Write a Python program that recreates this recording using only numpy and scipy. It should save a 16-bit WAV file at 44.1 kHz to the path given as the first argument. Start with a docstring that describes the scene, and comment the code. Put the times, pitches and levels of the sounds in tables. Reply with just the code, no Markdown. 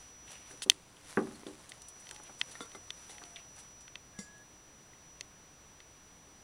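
"""A cat at the window blind

A cat noses about on an indoor window sill while a hand holding a small camera pushes the blind aside.
The blind rustles, scuffs and knocks on the wooden frame; its rail and a small metal part rattle.
Plastic clicks right at the microphone, and there is one soft thump, like a paw set down.
Under it all lie faint hiss, mains hum, a few thin tones and the camera's whine."""
import sys
import numpy as np
from scipy import signal
from scipy.fft import rfft, irfft, next_fast_len
from scipy.io import wavfile
from scipy.ndimage import map_coordinates

SR = 44100
rng = np.random.default_rng(int(sys.argv[2]) if len(sys.argv) > 2 else 0)


def dump(signal):
    """Clip the signal to [-1, 1] and save it as 16-bit WAV at the path in sys.argv[1]."""
    limited = np.clip(np.atleast_2d(signal).T, -1, 1)
    pcm = np.round(limited * 32767).astype(np.int16)
    wavfile.write(sys.argv[1], SR, pcm)


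N = 283563


def amp(db):
    """Turn decibels into gain. amp(-60 * t / t60) fades by 60 dB in t60 seconds."""
    return 10 ** (np.asarray(db) / 20)


def unit(x):
    """Scale a sound to an average (rms) level of 1."""
    return x / np.sqrt(np.mean(x ** 2) + 1e-20)


def burst(x, seconds):
    """Give a hit as much energy as that many seconds of sound at level 1."""
    return x * np.sqrt(seconds * SR / (np.sum(x ** 2) + 1e-20))


def along(points, hz):
    """Read between (frequency, value) points, with octaves evenly spaced."""
    f, values = np.transpose(points)
    return np.interp(np.log(hz + 1), np.log(f + 1), values)


def wobble(rate):
    """A smooth curve through `rate` random values a second."""
    points = rng.standard_normal(int(N * rate / SR) + 4)
    return map_coordinates(points, [np.arange(N) * rate / SR])


def filtered(x, gain_at):
    """Turn each frequency up or down by gain_at(hz)."""
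    size = next_fast_len(len(x) + 8192)
    return irfft(rfft(x, size) * gain_at(np.fft.rfftfreq(size, 1 / SR)), size)[:len(x)]


def noise(colour, size):
    """Noise at level 1; its colour says how strong each frequency is."""
    return unit(filtered(rng.standard_normal(size), lambda hz: amp(along(colour, hz))))


def contact(x, low_hz, high_hz):
    """A small contact makes no low notes, a soft one no high notes."""
    for hz, kind in ((low_hz, "high"), (high_hz, "low")):
        x = signal.sosfilt(signal.butter(2, min(hz, SR / 2 - 1), kind, fs=SR, output="sos"), x)
    return x


def add(track, s, x):
    """Mix x into the track at s seconds."""
    part = track[round(s * SR):][:len(x)]
    part += x[:len(part)]


def ringing(notes, share, t, scatter_db):
    """A struck part rings; whatever presses on it leaves only a share of its ringing time."""
    offsets_db = scatter_db * rng.standard_normal(len(notes))
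    return sum(amp(db + offset - 60 * t / (t60 * share)) * np.sin(2 * np.pi * hz * t)
               for (hz, db, t60), offset in zip(notes, offsets_db))


def swells(pushes):
    """Each push grows and dies away; where pushes overlap, their powers add."""
    t = np.arange(N) / SR
    return np.sqrt(sum((amp(db) * np.exp(-np.maximum((s - t) / swell, (t - s) / ease))) ** 2
                       for s, db, swell, ease in pushes))


def background(hiss_db=-60.0, whine_hz=5880, settle_s=0.031, waver_db=0.3):
    """Steady hiss, mains hum and the camera's whine, which switches between levels."""
    # colour of the room and microphone hiss: f/Hz, level/dB
    hiss_colour = [(15, -3.5), (55, -1.5), (130, -0.5), (300, -6), (900, -8.5), (2500, -14), (6000, -18),
                   (8500, -20), (10300, -19), (11500, -29.5), (13000, -27), (15500, -28.5)]
    # notes of the hum: f/Hz, level/dB
    hum_notes = [(59.5, -75), (120, -90.5), (300, -77), (1077, -80.5)]
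    # levels the whine holds: from t/s, level/dB
    steps = [(0, -57), (.63, -68), (1.79, -57), (3.91, -62), (5.06, -57.5), (5.15, -62.5)]
    t = np.arange(N) / SR
    hum = sum(amp(db + wobble(2.07)) * np.sin(2 * np.pi * (hz * t + rng.random()))
              for hz, db in hum_notes)
    whine_db = steps[0][1]
    for (_, old), (s, new) in zip(steps, steps[1:]):
        whine_db += (new - old) * (1 + np.tanh((t - s) / settle_s)) / 2
    whine = amp(whine_db + waver_db * wobble(12)) * np.sin(2 * np.pi * whine_hz * t)
    return amp(hiss_db) * noise(hiss_colour, N) + np.sqrt(2) * (hum + whine)


def faint_tones(waver_db=1.6, blur_hz=7, blur_rate=60):
    """A few thin, blurred tones come and go, barely above the hiss."""
    # gliding tones: start t/s, end t/s, first f/Hz, last f/Hz, level/dB
    tones = [(1.34, 1.37, 4350, 4280, -64), (2.1, 2.227, 848, 841, -64), (3.08, 3.204, 837, 828, -64.5),
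             (3.144, 3.422, 719, 680, -66), (4.12, 4.456, 1663, 1680, -61.5)]
    out = np.zeros(N)
    for start, end, first_hz, last_hz, db in tones:
        size = round((end - start) * SR)
        hz = np.linspace(first_hz, last_hz, size) + blur_hz * wobble(blur_rate)[:size]
        tone = np.sqrt(2) * np.sin(2 * np.pi * np.cumsum(hz) / SR)
        add(out, start, amp(db) * signal.windows.tukey(size, .3) * tone)
    return out * amp(waver_db * wobble(40))


def blind_rustle(grain_db=3, unsteady_db=1.0, unsteady_rate=22):
    """The blind rubs in fine grains under an unsteady push, and rasps where it drags on the frame."""
    # pushes that slide the blind: fastest at t/s, level/dB, swell/s, ease off/s
    pushes = [(.01, -60.5, .03, .11), (.325, -51, 0.038, .055), (.49, -60, 0.13, 0.33),
              (1.105, -52.5, 0.078, 0.26), (1.64, -60, 0.23, 0.33), (2.07, -60, 0.1, 0.3),
              (2.54, -55.5, 0.26, 0.28), (3.07, -56, 0.19, 0.33), (3.59, -58, 0.04, 0.062)]
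    # drags on the frame: hardest at t/s, level/dB, swell/s, ease off/s
    drags = [(.01, -67, .03, 0.15), (.278, -56, 0.0072, 0.058), (.355, -59, 0.032, 0.03),
             (.46, -62, 0.086, .07), (2.265, -55, .012, .025), (3.365, -53.5, .003, 0.039)]
    # colour of the fine rubbing: f/Hz, level/dB
    rub_colour = [(290, -43.5), (500, -5), (827, -3.5), (888, -4), (1180, -5), (3630, -8.5), (5510, -8.5),
                  (6000, -4), (6270, -10.5), (10400, -7), (15500, -34.5)]
    # colour of the duller rasp: f/Hz, level/dB
    rasp_colour = [(800, -30.5), (2000, -11.5), (2700, -7.5), (3600, -14), (5500, -25), (12000, -50)]
    rub = swells(pushes) * unit(noise(rub_colour, N) * amp(grain_db * wobble(700)))
    rasp = swells(drags) * unit(noise(rasp_colour, N) * amp(grain_db * wobble(300)))
    return (rub + rasp) * amp(unsteady_db * wobble(unsteady_rate))


def blind_scuffs():
    """The blind's edge catches and slides: a sudden bright scrape that fades as it lets go."""
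    # slides: t/s, level/dB, length/s, fade t60/s, lowest f/Hz
    slides = [(.495, -63, 0.0074, .04, 8000), (0.512, -53.5, 0.0045, 0.063, 7000),
              (0.6218, -39, 0.018, 0.027, 2560), (0.705, -50.5, 0.0015, 0.19, 1500),
              (1.467, -58, 0.0046, 0.39, 1500), (1.692, -48, 0.004, 0.054, 5000),
              (1.819, -44.5, 0.0012, 0.013, 5000), (1.884, -46.5, 0.0021, 0.06, 10050),
              (1.997, -57.5, .012, 0.048, 8000), (2.1444, -52, 0.0017, .02, 3000),
              (2.2336, -54, .004, .03, 6000), (2.389, -54.5, 0.023, 0.029, 5000),
              (2.511, -53, 0.014, 0.055, 2480), (2.6083, -51.5, 0.01, 0.1, 4000),
              (2.751, -55.5, .004, 0.068, 4000), (3.094, -52, 0.016, 0.09, 2520),
              (3.561, -57, 0.0047, 0.028, 4000), (3.587, -55, 0.016, 0.066, 2990),
              (3.807, -59.5, .004, .1, 4070), (4.187, -52.5, 0.0052, 0.25, 4450),
              (4.381, -60, .001, 0.022, 9060)]
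    # colour of the scrape: f/Hz, level/dB
    colour = [(470, -49.5), (800, -19), (1910, -6.5), (2500, -18.5), (2630, -4.5), (3370, -5.5),
              (5820, -10), (9090, -5.5), (10400, -5), (11700, -26.5), (15500, -28)]
    out, t = np.zeros(N), np.arange(SR // 4) / SR
    for s, db, length, t60, low_hz in slides:
        grit = filtered(noise(colour, len(t)), lambda hz: hz ** 2 / np.hypot(hz ** 2, low_hz ** 2))
        add(out, s, amp(db - 60 * np.maximum(t - length, 0) / t60) * unit(grit))
    return out


def rattles(blows, notes, chatter_db, chatter_t60, clack_db):
    """A loose part is struck with a hard clack, then chatters in its seat, which roughens its ring."""
    out, t = np.zeros(N), np.arange(SR // 3) / SR
    for s, db, low_hz, high_hz, share in blows:
        chatter = rng.standard_normal(len(t)) * amp(-60 * t / (share * chatter_t60))
        force = signal.unit_impulse(len(t)) + amp(chatter_db) * chatter / np.linalg.norm(chatter)
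        ring = signal.fftconvolve(force, ringing(notes, share, t, scatter_db=4.5))[:len(t)]
        clack = ringing(notes, .06, t, scatter_db=1)
        hit = burst(ring, 1) + amp(clack_db) * burst(clack, 0.89)
        add(out, s, amp(db) * burst(contact(hit, low_hz, high_hz), 0.015))
    return out


def metal_clinks():
    """A small metal part is jolted and rings with high notes."""
    # jolts: t/s, level/dB, lowest f/Hz, highest f/Hz, share of ringing time
    jolts = [(1.8184, -61, 5000, 10000, 0.26), (3.809, -60.5, 4500, 8000, 0.64),
             (4.19, -44.5, 5500, 11000, 0.74)]
    # notes of the metal: f/Hz, level/dB, t60/s
    notes = [(3500, -1, 0.083), (4450, -3, 0.1), (4800, 0, 0.22), (5600, -6, 0.21), (5690, 12, 0.12),
             (6930, 1, 0.18), (7350, 2, 0.27), (7385, -12, 0.34), (7900, -2, 0.31)]
    return rattles(jolts, notes, chatter_db=6, chatter_t60=0.21, clack_db=-8)


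def rail_bumps():
    """The blind's hollow bottom rail bumps and rattles."""
    # bumps: t/s, level/dB, lowest f/Hz, highest f/Hz, share of ringing time
    bumps = [(2.554, -49, 1200, 3500, 0.37), (2.6068, -41.5, 373, 5500, 0.87),
             (2.7495, -51.5, 890, 5000, 0.39), (3.097, -55, 597, 3000, 0.35), (4.189, -50, 500, 1990, .7)]
    # notes of the rail: f/Hz, level/dB, t60/s
    notes = [(479, 9, 0.1), (722, -1.5, 0.12), (1137, -9, 0.08), (1360, 1.5, 0.059), (1834, -5, 0.075),
             (2060, -4.5, 0.14), (3540, 3, 0.042), (3820, -5.5, 0.086), (4500, -13, 0.12)]
    return rattles(bumps, notes, chatter_db=3, chatter_t60=0.19, clack_db=-4.0)


def soft_thump(s=4.1888, db=-42, pitch_hz=198, t60=0.086, attack_s=0.0008):
    """One low note that dies quickly, like a paw set down on the sill."""
    out, t = np.zeros(N), np.arange(SR // 4) / SR
    loudness = amp(-60 * t / t60) * (1 - np.exp(-t / attack_s))
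    add(out, s, amp(db) * burst(loudness * np.sin(2 * np.pi * pitch_hz * t), 0.015))
    return out


def frame_knocks(ring_db=-1, thud_db=-5, tap_hz=1600, tap_t60=0.0064, attack_s=0.00023):
    """A blow on the wooden window frame gives a brief tap, then a ring and a thud die away."""
    # blows: t/s, level/dB, lowest f/Hz, highest f/Hz, share of ringing time, tap level/dB
    blows = [(.51, -57.5, 305, 2200, 0.51, 0), (.532, -58, 400, 1000, 0.7, -18),
             (0.6617, -44.5, 229, 606, 0.63, -17), (1.1727, -25.5, 140, 1730, 0.75, -4),
             (1.27, -53, 700, 1410, 0.51, -9), (1.312, -55, 600, 1850, 0.87, -15),
             (1.4654, -43, 219, 1300, 0.82, -18), (2.111, -55, 870, 1814, 0.6, -2.5),
             (2.198, -58.5, 960, 1400, 0.17, -12), (2.295, -55.5, 630, 1400, 0.28, -18),
             (2.607, -47.5, 190, 650, 0.26, -18), (2.75, -51, 640, 1290, 0.44, -22),
             (3.216, -54, 990, 1502, 0.54, -17), (4.807, -65, 200, 700, .3, -7),
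             (5.209, -63, 350, 1500, 0.22, -20)]
    # notes of the frame: f/Hz, level/dB, t60/s
    notes = [(221, -6, 0.38), (297, -1, 0.34), (338, -4, 0.17), (384, 0, 0.31), (501, -8, 0.2),
             (770, -15, 0.27), (834, -15, 0.26), (1093, -19, 0.22), (1163, -13, 0.14), (1459, -24, 0.29),
             (1561, -20, 0.21), (1701, -32, 0.67), (1933, -25, 0.3), (2444, -24, 0.091)]
    # colour of the wood's dense, brief shaking: f/Hz, level/dB
    thud_colour = [(50, -31), (130, -14.5), (210, -7), (320, -2.5), (430, -3.5), (540, -10), (900, -18.5),
                   (1250, -12), (1700, -19), (2300, -20), (3500, -29.5), (8000, -43)]
    # how long that shaking lasts: f/Hz, t60/s
    thud_t60 = [(150, 0.86), (400, 0.25), (1000, 0.27), (2000, 0.14), (6000, 0.14)]
    out, t = np.zeros(N), np.arange(SR // 2) / SR
    tap = burst(np.sin(2 * np.pi * tap_hz * t) * amp(-60 * t / tap_t60), 0.56)
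    rise = 1 - np.exp(-t / attack_s)
    for s, db, low_hz, high_hz, share, tap_db in blows:
        ring = ringing(notes, share, t, scatter_db=-0.5)
        # split noise into bands, so that the low ones can last longer
        hz, age, bands = signal.stft(noise(thud_colour, len(t)), SR, nperseg=256)
        fade = amp(-60 * age / (share * along(thud_t60, hz)[:, None]))
        thud = signal.istft(bands * fade, SR, nperseg=256)[1][:len(t)]
        knock = amp(ring_db) * burst(ring, 0.89) + amp(thud_db) * burst(thud, 1) + amp(tap_db) * tap
        add(out, s, amp(db) * burst(contact(knock * rise, low_hz, high_hz), 0.029))
    return out


def plastic_clicks(rise_cycles=0.81, crack_db=-20, crack_t60=0.015, tail_db=-42, tail_t60=0.08,
                   boost_octaves=0.12):
    """Plastic rings for an instant, with a crack and a faint tail; the spot touched colours it."""
    # clicks: t/s, level/dB, lowest f/Hz, highest f/Hz, f/Hz the spot boosts or cuts, boost/dB
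    clicks = [(0.62, -37, 680, 9000, 1480, 9.5), (.6984, -10, 3070, 12200, 3270, 5),
              (0.7173, -40, 1500, 3500, 1950, 4), (.969, -56, 2500, 4000, 3160, 7),
              (1.4324, -47, 200, 1300, 1030, 4.5), (1.4675, -45.5, 2500, 5000, 3600, 9),
              (1.7189, -41.5, 1790, 4560, 2130, 6.5), (2.0693, -47.5, 1800, 3480, 2600, -2),
              (2.0908, -45, 2200, 10000, 4000, 6), (2.111, -40, 1300, 14000, 8020, 15),
              (2.162, -47, 1800, 6000, 3400, -3), (2.4137, -23, 1640, 3850, 3060, 5),
              (2.717, -51, 1830, 3500, 3000, -1), (2.9046, -33, 1100, 7000, 3530, 9),
              (3.182, -46.5, 1390, 2600, 1820, 6), (3.2376, -46, 2500, 7000, 4460, 3),
              (3.36, -42.5, 3300, 4200, 3600, 15), (3.8792, -47.5, 1500, 3000, 1520, 8),
              (3.9554, -37.5, 1690, 3180, 2800, 4), (4.934, -55, 1492, 3460, 2000, 9),
              (5.2091, -35, 2280, 7400, 3300, -7.5), (5.803, -49.5, 1500, 4500, 1970, 6)]
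    # notes of the plastic: f/Hz, level/dB, t60/s
    notes = [(397, -1.5, .02), (978, -9, 0.02), (1530, -9.5, 0.011), (2010, -1, 0.0098),
             (2690, -5.5, 0.013), (3167, 2, 0.0075), (3497, -4, 0.01094), (4310, -11.5, 0.016),
             (4510, -4.5, 0.01), (5370, -2.5, 0.0075), (6160, -2.5, 0.0094), (7590, -4.5, 0.00569),
             (8530, -6.5, 0.0065), (9500, -1.5, 0.004), (11000, -13.5, 0.0073), (12400, -9, 0.0028),
             (13580, -13.5, .003), (14410, -7.5, .003)]
    out, t = np.zeros(N), np.arange(SR // 10) / SR
    hz, level, t60 = np.transpose(notes)[:, :, None]
    rise = 1 - np.exp(-t * hz / rise_cycles)  # high notes build up first
    rings = np.sin(2 * np.pi * hz * t) * amp(level - 60 * t / t60) * rise
    crack_fade = amp(crack_db - 60 * t / crack_t60) + amp(tail_db - 60 * t / tail_t60)
    for s, db, low_hz, high_hz, spot_hz, spot_db in clicks:
        boost_db = spot_db * np.exp(-(np.log2(hz / spot_hz) / boost_octaves) ** 2)
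        ring = np.sum(amp(boost_db + rng.normal(0, 0.93, hz.shape)) * rings, axis=0)
        crack = crack_fade * rng.standard_normal(len(t))
        add(out, s, amp(db) * burst(contact(ring + crack, low_hz, high_hz), 0.0028))
    return out


def scene():
    """All the sounds meet at one microphone."""
    hits = rail_bumps() + metal_clinks() + plastic_clicks() + frame_knocks() + soft_thump()
    return (hits + blind_scuffs() + blind_rustle() + background() + faint_tones())[None]


def record(dry, notch_hz=11780, notch_q=9, top_hz=15900):
    """The camera loses a narrow band of treble, rounds off loud peaks and cuts the highest sounds."""
    notched = signal.lfilter(*signal.iirnotch(notch_hz, notch_q, SR), dry[0])
    rounded = notched / (1 + notched ** 8) ** (1 / 8)
    return filtered(rounded, lambda hz: 1 / (1 + (hz / top_hz) ** 120))[None]


dry = scene()
out = record(dry)
dump(out)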